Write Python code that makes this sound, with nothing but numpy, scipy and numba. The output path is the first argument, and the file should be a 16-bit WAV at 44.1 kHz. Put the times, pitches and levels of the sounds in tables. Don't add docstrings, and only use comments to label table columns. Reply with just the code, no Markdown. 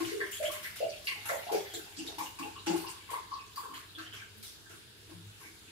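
import sys
import numpy as np
from scipy import signal
from scipy.fft import rfft, irfft, next_fast_len
from scipy.io import wavfile
from scipy.ndimage import uniform_filter1d
from numba import njit

SR = 44100
rng = np.random.default_rng(int(sys.argv[2]) if len(sys.argv) > 2 else 0)


def file_out(sig):
    cols = np.atleast_2d(sig).T
    lim = np.clip(cols, -1, 1)
    pcm = np.round(lim * 32767).astype(np.int16)
    wavfile.write(sys.argv[1], SR, pcm)


def how_loud(loudness_db):
    steps = np.asarray(loudness_db, float) / 20
    return 10 ** steps


N = 251976


def unit(x):
    return x / np.sqrt(np.mean(x ** 2))


def along_hz(table, hz):
    points, values = np.transpose(table)
    return np.interp(np.log(hz + 1), np.log(points + 1), values)


def level_db(table):
    s, db = np.transpose(table)
    return np.interp(np.arange(N) / SR, s, db)


def colour(x, gain_of_hz):
    size = next_fast_len(x.shape[-1], True)
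    gain = gain_of_hz(np.fft.rfftfreq(size, 1 / SR))
    return irfft(rfft(x, size) * gain, size)[..., :x.shape[-1]]


def bell(f, hz, octaves):
    return np.exp(-(np.log2((f + 1) / hz) / octaves) ** 2)


def walk(rate_hz):
    k = int(SR / rate_hz)
    steps = np.repeat(rng.standard_normal(N // k + 1), k)
    return 1.3 * uniform_filter1d(uniform_filter1d(steps, k), k)[:N]


@njit
def ring(start_s, hz, cycles, size, glide, swell_cycles):
    out = np.zeros(N)
    for k in range(len(start_s)):
        period = SR / hz[k]
        length = cycles[k] * period
        first = int(start_s[k] * SR)
        phase = 0.
        for i in range(min(int(2 * length), N - first)):
            phase += 2 * np.pi * (1 + glide * i / length) / period
            rise = min(i / (swell_cycles * period), 1.)
            fade = np.exp(-3 * i / length)
            out[first + i] += size[k] * rise * rise * (3 - 2 * rise) * fade * np.sin(phase)
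    return out


def bursts(table, length_s, spread, glide, fade_db, count, swell_cycles=3.06):
    s, db, hz, cycles = np.transpose(table)[:, :, None]
    late, detune, uneven = rng.random((len(table), 3, count)).transpose(1, 0, 2)
    follower = np.arange(count) > 0
    late = (np.arange(count) + late * follower) / count
    detune = (2 * detune - 1) * follower
    start_s = np.maximum(s + late * length_s - swell_cycles / hz, 0)
    size = how_loud(db + fade_db * late - 6.9 * uneven)
    grains = np.broadcast_arrays(start_s, hz * np.exp(spread * detune), np.maximum(cycles, 1), size)
    return ring(*(g.ravel() * 1. for g in grains), glide, swell_cycles * 1.)


# start in seconds, level in dB, pitch in Hz, ring in cycles.
GULPS = [(0.002, -36.5, 344, 6.7), (0.123, -37.5, 399, 18.7), (1.519, -34, 407.6, 20),
         (1.745, -33.5, 390, 4.45), (1.985, -39, 269, 4.9), (2.055, -31, 380, 2.4),
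         (2.184, -41.5, 305, 3.9), (2.407, -37.5, 274, 5.5), (2.675, -29, 333, 9), (2.77, -39.5, 363, 4.3),
         (3.64, -45, 436, 4.7), (3.978, -52, 315, 9.6), (4.704, -53.5, 394, 8.1), (5.093, -47, 310, 3.7)]


def gulps():
    return bursts(GULPS, length_s=.042, spread=0.065, glide=0.015, fade_db=0.5, count=3)


# start in seconds, level in dB, pitch in Hz, ring in cycles.
COLUMN_EARLY = [
    (0.209, -60, 608, 37),
    (0.406, -36.5, 597, 13),
    (0.438, -50, 570, 12),
    (0.808, -32.5, 535, 12.5),
    (0.846, -25, 540, 4.4),
    (1.299, -38, 554, 11.6),
    (1.322, -32.5, 650, 8.4),
    (1.592, -34.5, 488, 6),
]
# start in seconds, level in dB, pitch in Hz, ring in cycles.
COLUMN = [(0.002, -31, 720, 3.5), (0.209, -43, 1130, 9.3), (0.498, -40.5, 1140, 9.7),
          (0.545, -45, 1000, 9.3), (1.083, -47.5, 1025, 9), (1.258, -41.5, 866, 6.3),
          (1.292, -34.5, 1230, 6.8), (1.47, -38.5, 707, 15), (1.529, -28.5, 750, 6.9),
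          (1.74, -44, 715, 10.3), (2.091, -39, 760, 4.2), (2.186, -33.5, 907, 9), (2.39, -34, 1040, 5.4),
          (2.427, -39, 866, 10.4), (2.559, -42.5, 1150, 7.2), (2.67, -36.5, 846, 16),
          (2.843, -38.5, 983, 11.7), (2.932, -48.5, 990, 10), (3.092, -43, 1037, 18),
          (3.143, -22, 1070, 3.1), (3.314, -42.5, 1136, 19), (1.335, -40.5, 930, 9),
          (3.574, -39.5, 1114, 11), (3.634, -29.5, 1310, 3.7), (3.708, -37, 1090, 6.2),
          (3.985, -43, 1310, 12.5)]


def air_column():
    return (bursts(COLUMN_EARLY, length_s=0.054, spread=0.06, glide=0.011, fade_db=-13.5, count=5)
            + bursts(COLUMN, length_s=.049, spread=0.12, glide=0.014, fade_db=-14.5, count=5))


# top of the swell in seconds, level in dB, pitch in Hz, ring in cycles.
SWELLS = [
    (0.417, -26.5, 603, 19.3),
    (0.452, -20, 606, 15),
    (4.0, -41, 328, 12.7),
    (4.40, -61, 216, 56),
]


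def swells():
    return bursts(SWELLS, length_s=1, spread=0, glide=0, fade_db=0, count=1, swell_cycles=12)


# start in seconds, level in dB, pitch in Hz, ring in cycles.
THUDS = [
    (1.532, -40.5, 233, 4),
    (2.683, -35, 246, 5.7),
    (2.779, -48, 137, 2.8),
    (0.0606, -44.5, 123, 4.1),
    (5.148, -50, 139, 4.2),
]


def thuds():
    return bursts(THUDS, length_s=0.0509, spread=0.22, glide=0.016, fade_db=-9.0, count=3)


# start in seconds, level in dB, pitch in Hz, ring in cycles.
BUBBLES_LOW = [(0.2295, -42.5, 1580, 10), (1.074, -30, 2185, 19), (1.1159, -33.5, 2090, 10.5),
               (1.292, -28.5, 1980, 8.5), (1.3288, -44, 1860, 21), (1.7956, -43, 1480, 6.4),
               (3.0809, -52, 2160, 16), (3.978, -45.5, 1567, 16), (4.06, -37.5, 1850, 4.8),
               (4.223, -42.5, 1540, 6.2), (4.6593, -50, 1590, 7.7), (5.4128, -59, 1530, 14)]
# start in seconds, level in dB, pitch in Hz, ring in cycles.
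BUBBLES = [(0.1007, -43, 1970, 11), (0.205, -29.5, 1900, 16), (0.4519, -37, 2200, 10),
           (0.455, -33.5, 3070, 14), (0.645, -31, 1970, 9), (0.9278, -40, 2550, 10),
           (1.072, -29.5, 2750, 15.4), (1.5329, -30, 2340, 5.8), (1.6494, -37.5, 2040, 6.8),
           (1.9914, -39, 2800, 13.5), (2.195, -42, 2270, 13.5), (2.388, -41.5, 2480, 12),
           (2.5636, -50, 2830, 42), (2.6698, -33, 2800, 13), (2.8659, -44.5, 2830, 28),
           (3.393, -46.5, 2600, 21), (3.7439, -43, 3060, 15), (4.1265, -41.5, 3070, 14),
           (0.325, -30.5, 2850, 6), (4.03, -51, 2900, 15), (4.19, -43, 2290, 9)]
# start in seconds, level in dB, pitch in Hz, ring in cycles.
TINY = [(0.32, -44, 7100, 42), (1.5324, -42, 4430, 14), (1.7421, -42, 3730, 24), (1.9845, -44, 4780, 17),
        (2.074, -48, 3770, 12), (2.5905, -50, 3940, 22), (2.6734, -39, 4640, 13), (0.26, -45, 2980, 11),
        (3.3357, -38.5, 4320, 6.8), (3.5603, -43, 4620, 20), (3.749, -46.5, 4250, 12),
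        (3.885, -48, 4000, 11), (3.9444, -55, 3400, 16), (1.742, -43.5, 7280, 35)]


def trapped_bubbles():
    return (bursts(BUBBLES_LOW, length_s=.049, spread=0.056, glide=0.014, fade_db=-32, count=8)
            + bursts(BUBBLES, length_s=.046, spread=0.082, glide=0.011, fade_db=-21.0, count=8)
            + bursts(TINY, length_s=.036, spread=0.073, glide=0.028, fade_db=-15.5, count=8))


# start in seconds, level in dB, pitch in Hz, ring in cycles.
LONE = [(0.165, -41, 400, 8.2), (0.225, -46, 2200, 6.9), (0.415, -31, 580, 9.5), (0.474, -41, 630, 7.1),
        (0.525, -53, 1140, 7.3), (0.548, -39.5, 2090, 14), (0.655, -42, 2140, 6.8), (0.668, -43, 1690, 7.9),
        (0.812, -47, 2690, 17), (0.842, -41.5, 2800, 21), (0.83, -24.5, 620, 8.9), (1.113, -40, 1055, 8.8),
        (1.205, -51, 3660, 27), (1.257, -43, 2700, 20), (1.305, -28.5, 668, 6.3), (1.347, -33.5, 560, 7.6),
        (1.39, -49, 1930, 15), (1.40, -41, 710, 8.9), (1.472, -47.5, 2700, 16), (1.495, -32, 857, 6.4),
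        (1.55, -29.5, 413, 16), (2.205, -33.5, 1060, 7.3), (2.218, -32.5, 895, 7.3), (2.262, -41, 2840, 20),
        (2.27, -49, 970, 8), (2.43, -33.5, 2650, 11), (2.455, -48.5, 840, 8.6), (2.48, -46.5, 840, 13),
        (2.703, -35, 853, 28), (2.75, -38, 340, 6.7), (2.755, -45, 1050, 10), (2.79, -45, 840, 6.4),
        (2.90, -52, 440, 5.2), (3.134, -35, 990, 15.4), (3.148, -43.5, 2060, 18), (3.177, -41, 940, 9.9),
        (3.194, -59, 955, 7.2), (3.335, -40, 1080, 8), (3.357, -40, 1084, 13.5), (3.575, -34, 1070, 5.6),
        (3.8917, -54, 3750, 20), (3.9516, -45, 3420, 22), (3.987, -42.5, 4230, 12),
        (4.065, -46.5, 3070, 22), (4.15, -49, 2600, 12), (4.165, -47, 3050, 22), (4.195, -54, 3100, 26),
        (4.215, -48, 1540, 13), (4.24, -53, 2800, 14), (4.436, -45, 3820, 14)]
# start in seconds, level in dB, pitch in Hz, ring
STRAYS = [(0.004, -47.5, 1064, 23), (0.012, -33.5, 340, 12), (0.05, -40, 2920, 23),
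          (0.098, -40.5, 2090, 13), (0.37, -35, 3260, 9.1), (1.113, -36, 2740, 16), (0.845, -28, 610, 4.8),
          (0.86, -43, 560, 7), (1.09, -34, 2180, 11), (1.122, -34.5, 2270, 10), (1.865, -48, 805, 6.4),
          (1.91, -56, 780, 9.7), (1.995, -41.5, 311, 7.9), (2.0, -48, 780, 6.7), (2.05, -53, 940, 8),
          (2.0765, -38.5, 3720, 22), (2.12, -43, 920, 5.6), (2.74, -36.5, 341, 20.6),
          (2.81, -40.5, 352, 9.8), (2.855, -51, 350, 8.1), (3.32, -39, 1037, 14), (3.38, -49, 1110, 17),
          (3.40, -59, 1085, 7.5), (3.65, -44, 1000, 12), (3.77, -47, 1200, 11), (4.85, -68, 402, 3.9),
          (5.115, -44.5, 980, 4), (5.2, -54, 300, 3.6), (5.46, -49.5, 2210, 17), (5.68, -47, 2570, 8.7),
          (1.312, -34.5, 568, 10.5), (1.375, -38, 568, 5.7), (1.405, -41, 600, 6.6), (0.76, -51, 9530, 36),
          (2.72, -40, 633, 6), (2.73, -40, 760, 9.4)]


def single_bubbles():
    return (bursts(LONE, length_s=.01, spread=.02, glide=0.031, fade_db=-6, count=1)
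            + bursts(STRAYS, length_s=.01, spread=.02, glide=0.0069, fade_db=-6, count=1))


# start in seconds, level in dB, start pitch in Hz, ring in cycles.
CHIRPS = [
    (1.287, -37, 1250, 11),
    (1.295, -38, 1190, 16),
    (1.303, -41, 1780, 22),
    (1.318, -51, 1400, 16),
    (1.335, -39, 1090, 9.5),
    (1.352, -55, 1300, 15),
    (0.455, -43, 2700, 19),
]


def chirps():
    return bursts(CHIRPS, length_s=.01, spread=.02, glide=0.41, fade_db=-6, count=1)


# start in seconds, level in dB, pitch in Hz, ring in cycles.
FROTH = [
    (.812, -33, 648, 9.8),
    (1.53, -29, 510, 8.5),
    (2.68, -29.5, 510, 4.1),
    (5.10, -42.5, 610, 3.1),
    (5.41, -43.5, 1070, 4.6),
]


def froth_and_creaks():
    return bursts(FROTH, length_s=.06, spread=0.307, glide=0.013, fade_db=-22.0, count=5)


# start in seconds, level in dB, pitch in Hz, ring in cycles.
SLOSHES = [(0.05, -47, 360, 11), (0.19, -40, 394, 15), (0.48, -47, 377, 5.2), (1.16, -48.5, 835, 6.1),
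           (1.88, -48, 820, 4.5), (2.2, -45, 480, 4.9), (2.44, -37.5, 418, 4.4), (2.83, -41, 384, 3.5),
           (3.12, -37, 468, 3.6), (3.7, -49.5, 270, 6), (5.44, -38, 2090, 4.1), (5.46, -52.5, 320, 4),
           (2.69, -37, 294, 4.2)]


def sloshes():
    return bursts(SLOSHES, length_s=0.055, spread=0.12, glide=0.018, fade_db=-6.0, count=4)


# start in seconds, peak in dB, pitch in Hz.
TICKS = [(0.317, -40, 7230), (0.6325, -38, 4620), (0.7577, -55, 9400), (0.7886, -42, 4500),
         (0.8937, -35, 4600), (1.048, -42, 5250), (1.072, -28.5, 4220), (1.2565, -43, 9100),
         (1.476, -45, 4090), (1.523, -40, 9600), (1.5476, -32, 4600), (1.7384, -36, 7090),
         (1.967, -39, 4330), (1.982, -31, 7170), (2.068, -39, 4020), (2.1869, -47, 12900),
         (2.391, -39, 4580), (2.5905, -52, 4050), (2.613, -64, 4020), (2.672, -30, 5200),
         (2.6748, -38, 4540), (2.8707, -36, 4580), (2.8942, -32, 7460), (3.1062, -34, 8000),
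         (3.334, -39.5, 4480), (3.4655, -48, 6200), (3.5618, -52, 4730), (3.7569, -53, 4560),
         (3.7569, -43, 4200), (3.985, -42, 4030), (4.371, -50.5, 10000), (4.437, -45, 4070)]


def ticks():
    s, db, hz = np.transpose(TICKS)
    table = np.transpose([s, db + 2.5, hz, np.full(len(s), 6)])
    return bursts(table, length_s=.012, spread=.22, glide=.1, fade_db=-10, count=4)


# time in seconds, level in dB.
STREAM = [(0.0, -36), (0.5, -43), (0.9, -41), (1.7, -40), (2.4, -50), (2.77, -43.5), (3.6, -48.5),
          (4.15, -50.5), (5.71, -46.5)]
# start in seconds, level in dB, top end and low end against it in dB.
SPLASHES = [(0.0024, -37.5, -4, 3), (0.0594, -33.5, -8, -15), (0.318, -38, 1.5, -6.5),
            (0.4324, -35.5, -3.5, 1.5), (0.5194, -35.5, -2, -0.5), (0.634, -38.5, 0, -1),
            (0.762, -36.5, -3.5, -4.5), (0.205, -46, -14, 7), (1.048, -50.5, 5, -32),
            (1.0715, -39.5, -2, -9), (1.26, -37.5, -1, 0), (1.29, -32.5, -9, -6), (1.524, -32, -8, -4),
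            (1.7415, -39, -3, -2.5), (1.972, -37, -9.5, -12), (2.0682, -37.5, -7.5, -7),
            (2.188, -35.5, -3.5, -3), (2.394, -39.5, -5.5, -1.5), (2.6674, -31.5, -6, -1),
            (2.765, -39.5, 0.5, 1), (2.887, -43.5, -1, -3), (3.107, -38.5, -5.5, 0.5), (3.563, -41, -1, -2),
            (3.743, -44.5, -3.5, 6), (3.987, -43, -7.5, 3.5), (4.138, -42.5, -7, 1), (4.432, -38, -5, -12),
            (4.6989, -51, -1, 7), (5.0994, -51, -5, -0.5), (5.405, -48.5, -2, -3)]
# frequency in Hz, density in dB per Hz.
SPRAY = [(290, -60), (500, 11.5), (850, -14), (1200, -13.5), (1620, -6.5), (1880, -9.5), (2100, -7),
         (5590, -11), (7030, -9), (8850, -6), (10800, -4.5), (15500, -9.5)]
# frequency in Hz, left minus right in dB.
EARS = [(60, -8), (110, 23), (200, 3), (380, -1), (560, -3.5), (800, 1), (1290, -3), (2380, 1), (4400, -1),
        (8120, -3), (15000, 41)]


def spray():
    t = np.arange(N) / SR
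    count, rise_s, fade_s = 40000, 0.0023, 0.1
    hz = 1000 * 14 ** rng.random(count)
    start_s = rng.random(count) * t[-1]
    size = how_loud(1.2 * np.minimum(rng.exponential(size=count), 4.5))
    fizz = ring(start_s, hz, np.full(count, 24.), size, 0.075, 2.4)
    fizz = unit(colour(fizz, lambda f: np.sqrt(f + 300)))
    fizz = np.array([fizz, np.roll(fizz, SR)]) + 0.81 * rng.standard_normal((2, N))

    trickle = how_loud(level_db(STREAM) - 10.0)
    power = np.array([trickle * how_loud(db) for db in (-3, 0, -5)]) ** 2
    for s, db, top_db, low_db in SPLASHES:
        first = max(int((s - .007) * SR), 0)
        span = slice(first, first + SR // 2)
        age = t[span] - t[first]
        fall = 0.5 * np.exp(-age / 0.0047) + 0.79 * np.exp(-(age / fade_s) ** 2) + 0.29 * np.exp(-age / 0.15)
        swell = (1 - np.exp(-age / rise_s)) ** 2 * fall
        zone_db = np.array([[low_db + 0.5], [0], [top_db]])
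        power[:, span] += (swell * how_loud(db - 6.0 + zone_db)) ** 2

    out = 0
    for hz in 700 * 2 ** np.arange(0, 4.7, 1 / 3):
        band = colour(fizz, lambda f: how_loud(along_hz(SPRAY, f)) * bell(f, hz, .2))
        zone = int(hz > 3500) + int(hz > 8000)
        side = how_loud(min(along_hz(EARS, hz), 5.5) * np.array([[.5], [-.5]]))
        patchy = how_loud(2.2 * walk(9) + 1.8 * walk(30))
        out = out + band * side * np.sqrt(power[zone]) * patchy
    return out * how_loud(5)


def blips():
    pour_ends_s = 4.3
    when, size, uneven = rng.random((260, 3)).T
    s = when * pour_ends_s
    db = level_db(STREAM)[(s * SR).astype(int)] - 5.5 - 9 * uneven
    return ring(s, 2100 * 2.56 ** size, np.full(len(s), 12.), how_loud(db), 0.17, 4.0)


# frequency in Hz, level in dB, left minus right in dB.
WALL_MODES = [(169, 14.5, -5), (271.7, 0.5, -8), (318, 2.5, 3), (334.1, 4.5, 6.5), (390.3, 2, -2),
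              (409, 2, 4), (460.3, -5, 8), (510, -1.5, -7), (556, -3.5, -1), (608, 0.5, -5), (681, -3, 0),
              (726, -3.5, -8), (580, -3.5, -13), (654, 6.5, 1.5), (864, -21, -9), (920, -0.5, -9),
              (927, 6, 11), (1025, 3, 11), (1064, 2.5, 20), (1082, -2.5, -17), (1230, -15, 17),
              (1567, 12.5, 9), (1840, -8, -7), (2172, 12, 0.5), (2190, -11, -6), (2420, -6, -2),
              (2750, 8.5, 14)]
# frequency in Hz, t60 in seconds.
TAIL = [(200, 0.041), (800, 0.56), (2500, 0.84), (6000, 0.6), (14000, 0.12)]


def kitchen():
    tail_db, modes_db, direct_db, early_db = 1, -4, 0.5, 11
    early_t60_s, mode_t60_s, first_echo_s = 0.11, .33, 0.0026
    diffuse_hz, modes_shorten_hz, port_lag_samples = 780, 1100, 12
    t = np.arange(SR) / SR
    tail = 0
    for hz in 100 * 2 ** np.arange(0, 7.6, .5):
        band = colour(rng.standard_normal((2, SR)), lambda f: bell(f, hz, .3))
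        t60_s = along_hz(TAIL, hz)
        dense = min(hz / diffuse_hz, 1)
        decay = how_loud(-60 * t / t60_s) + how_loud(early_db - 60 * t / early_t60_s)
        tail = tail + dense * band * decay / np.sqrt(t60_s * SR / 14)

    modes = 0
    for (hz, db, pan_db), phase in zip(WALL_MODES, rng.random((len(WALL_MODES), 2, 1))):
        turn = np.pi * (phase[0] + min(hz / 500, 1) * (phase - phase[0]))
        port_db = db + pan_db * np.array([[.5], [-.5]])
        decay_db = 60 * t / mode_t60_s * max(hz / modes_shorten_hz, 1)
        modes = modes + how_loud(port_db - decay_db) * np.sin(2 * np.pi * hz * t + turn)

    response = how_loud(tail_db) * tail + how_loud(modes_db) * modes / 300
    response = response * np.clip(t / first_echo_s - 1, 0, 1)
    response[[0, 1], [port_lag_samples, 0]] += how_loud(direct_db)
    return colour(response, lambda f: how_loud(np.outer([.5, -.5], along_hz(EARS, f))))


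# time in seconds, level in dB.
FRIDGE = [(0, -68.5), (2.3, -67), (2.7, -61), (3.6, -75), (4.2, -59), (4.75, -74.5), (5.27, -53),
          (5.5, -72), (5.71, -70)]


def fridge():
    hz = 100.9 * (1 + .02 * walk(15) + 0.03 * walk(4))
    phase = 2 * np.pi * np.cumsum(hz) / SR
    hum = np.sin(phase) + how_loud(-17.0 + 1.4 * walk(0.36)) * np.sin(2 * phase)
    return np.sqrt(2) * how_loud(level_db(FRIDGE) + 2.2 * walk(25)) * hum * how_loud([[.8], [-.8]])


# frequency in Hz, density in dB per Hz.
HUSH = [(15, -44), (25, -4.5), (91, 1), (240, -10), (410, -3.5), (600, -19), (930, -13.5), (1220, -18.5),
        (1570, -7), (2170, -24), (2770, -10.5), (4260, -9.5), (5880, -18.5), (10100, -20), (13900, -32.5),
        (15500, -27)]
# frequency in Hz, left-right likeness from -1 to 1.
LIKENESS = [(60, 0.2), (130, 0.74), (290, 0.69), (640, 0.37), (1410, -0.094), (3100, -0.1), (6820, -0.032),
            (15000, 0.49)]


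def hush():
    out, swell = 0, walk(1.0)
    for hz in 28 * 2 ** np.arange(0, 9.6, .5):
        alike = np.clip(along_hz(LIKENESS, hz), -.9, .95)
        noise = rng.standard_normal((2, N))
        mid, side = colour(noise, lambda f: how_loud(along_hz(HUSH, f)) * bell(f, hz, .3))
        pair = np.sqrt(1 + alike) * mid + np.sqrt(1 - alike) * side * np.array([[1], [-1]])
        out = out + how_loud(.6 * swell + 1.4 * walk(7)) * pair
    return unit(out) * how_loud(-55.5)


def scene():
    pour = gulps() + air_column() + swells() + thuds() + trapped_bubbles() + single_bubbles()
    pour = pour + chirps() + froth_and_creaks() + sloshes() + ticks() + blips()
    in_room = signal.fftconvolve(pour[None] * how_loud(10), kitchen(), axes=1)[:, :N]
    return in_room + spray() + fridge() + hush()


def band_limit(x):
    return signal.sosfilt(signal.butter(12, 16290, fs=SR, output="sos"), x)


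def record(dry):
    low_hz, top_hz = 46.3, 15650
    heard = colour(dry, lambda f: (f < top_hz) / np.sqrt(1 + (low_hz / (f + 1)) ** 6))
    return band_limit(heard)


dry = scene()
out = record(dry)
file_out(out)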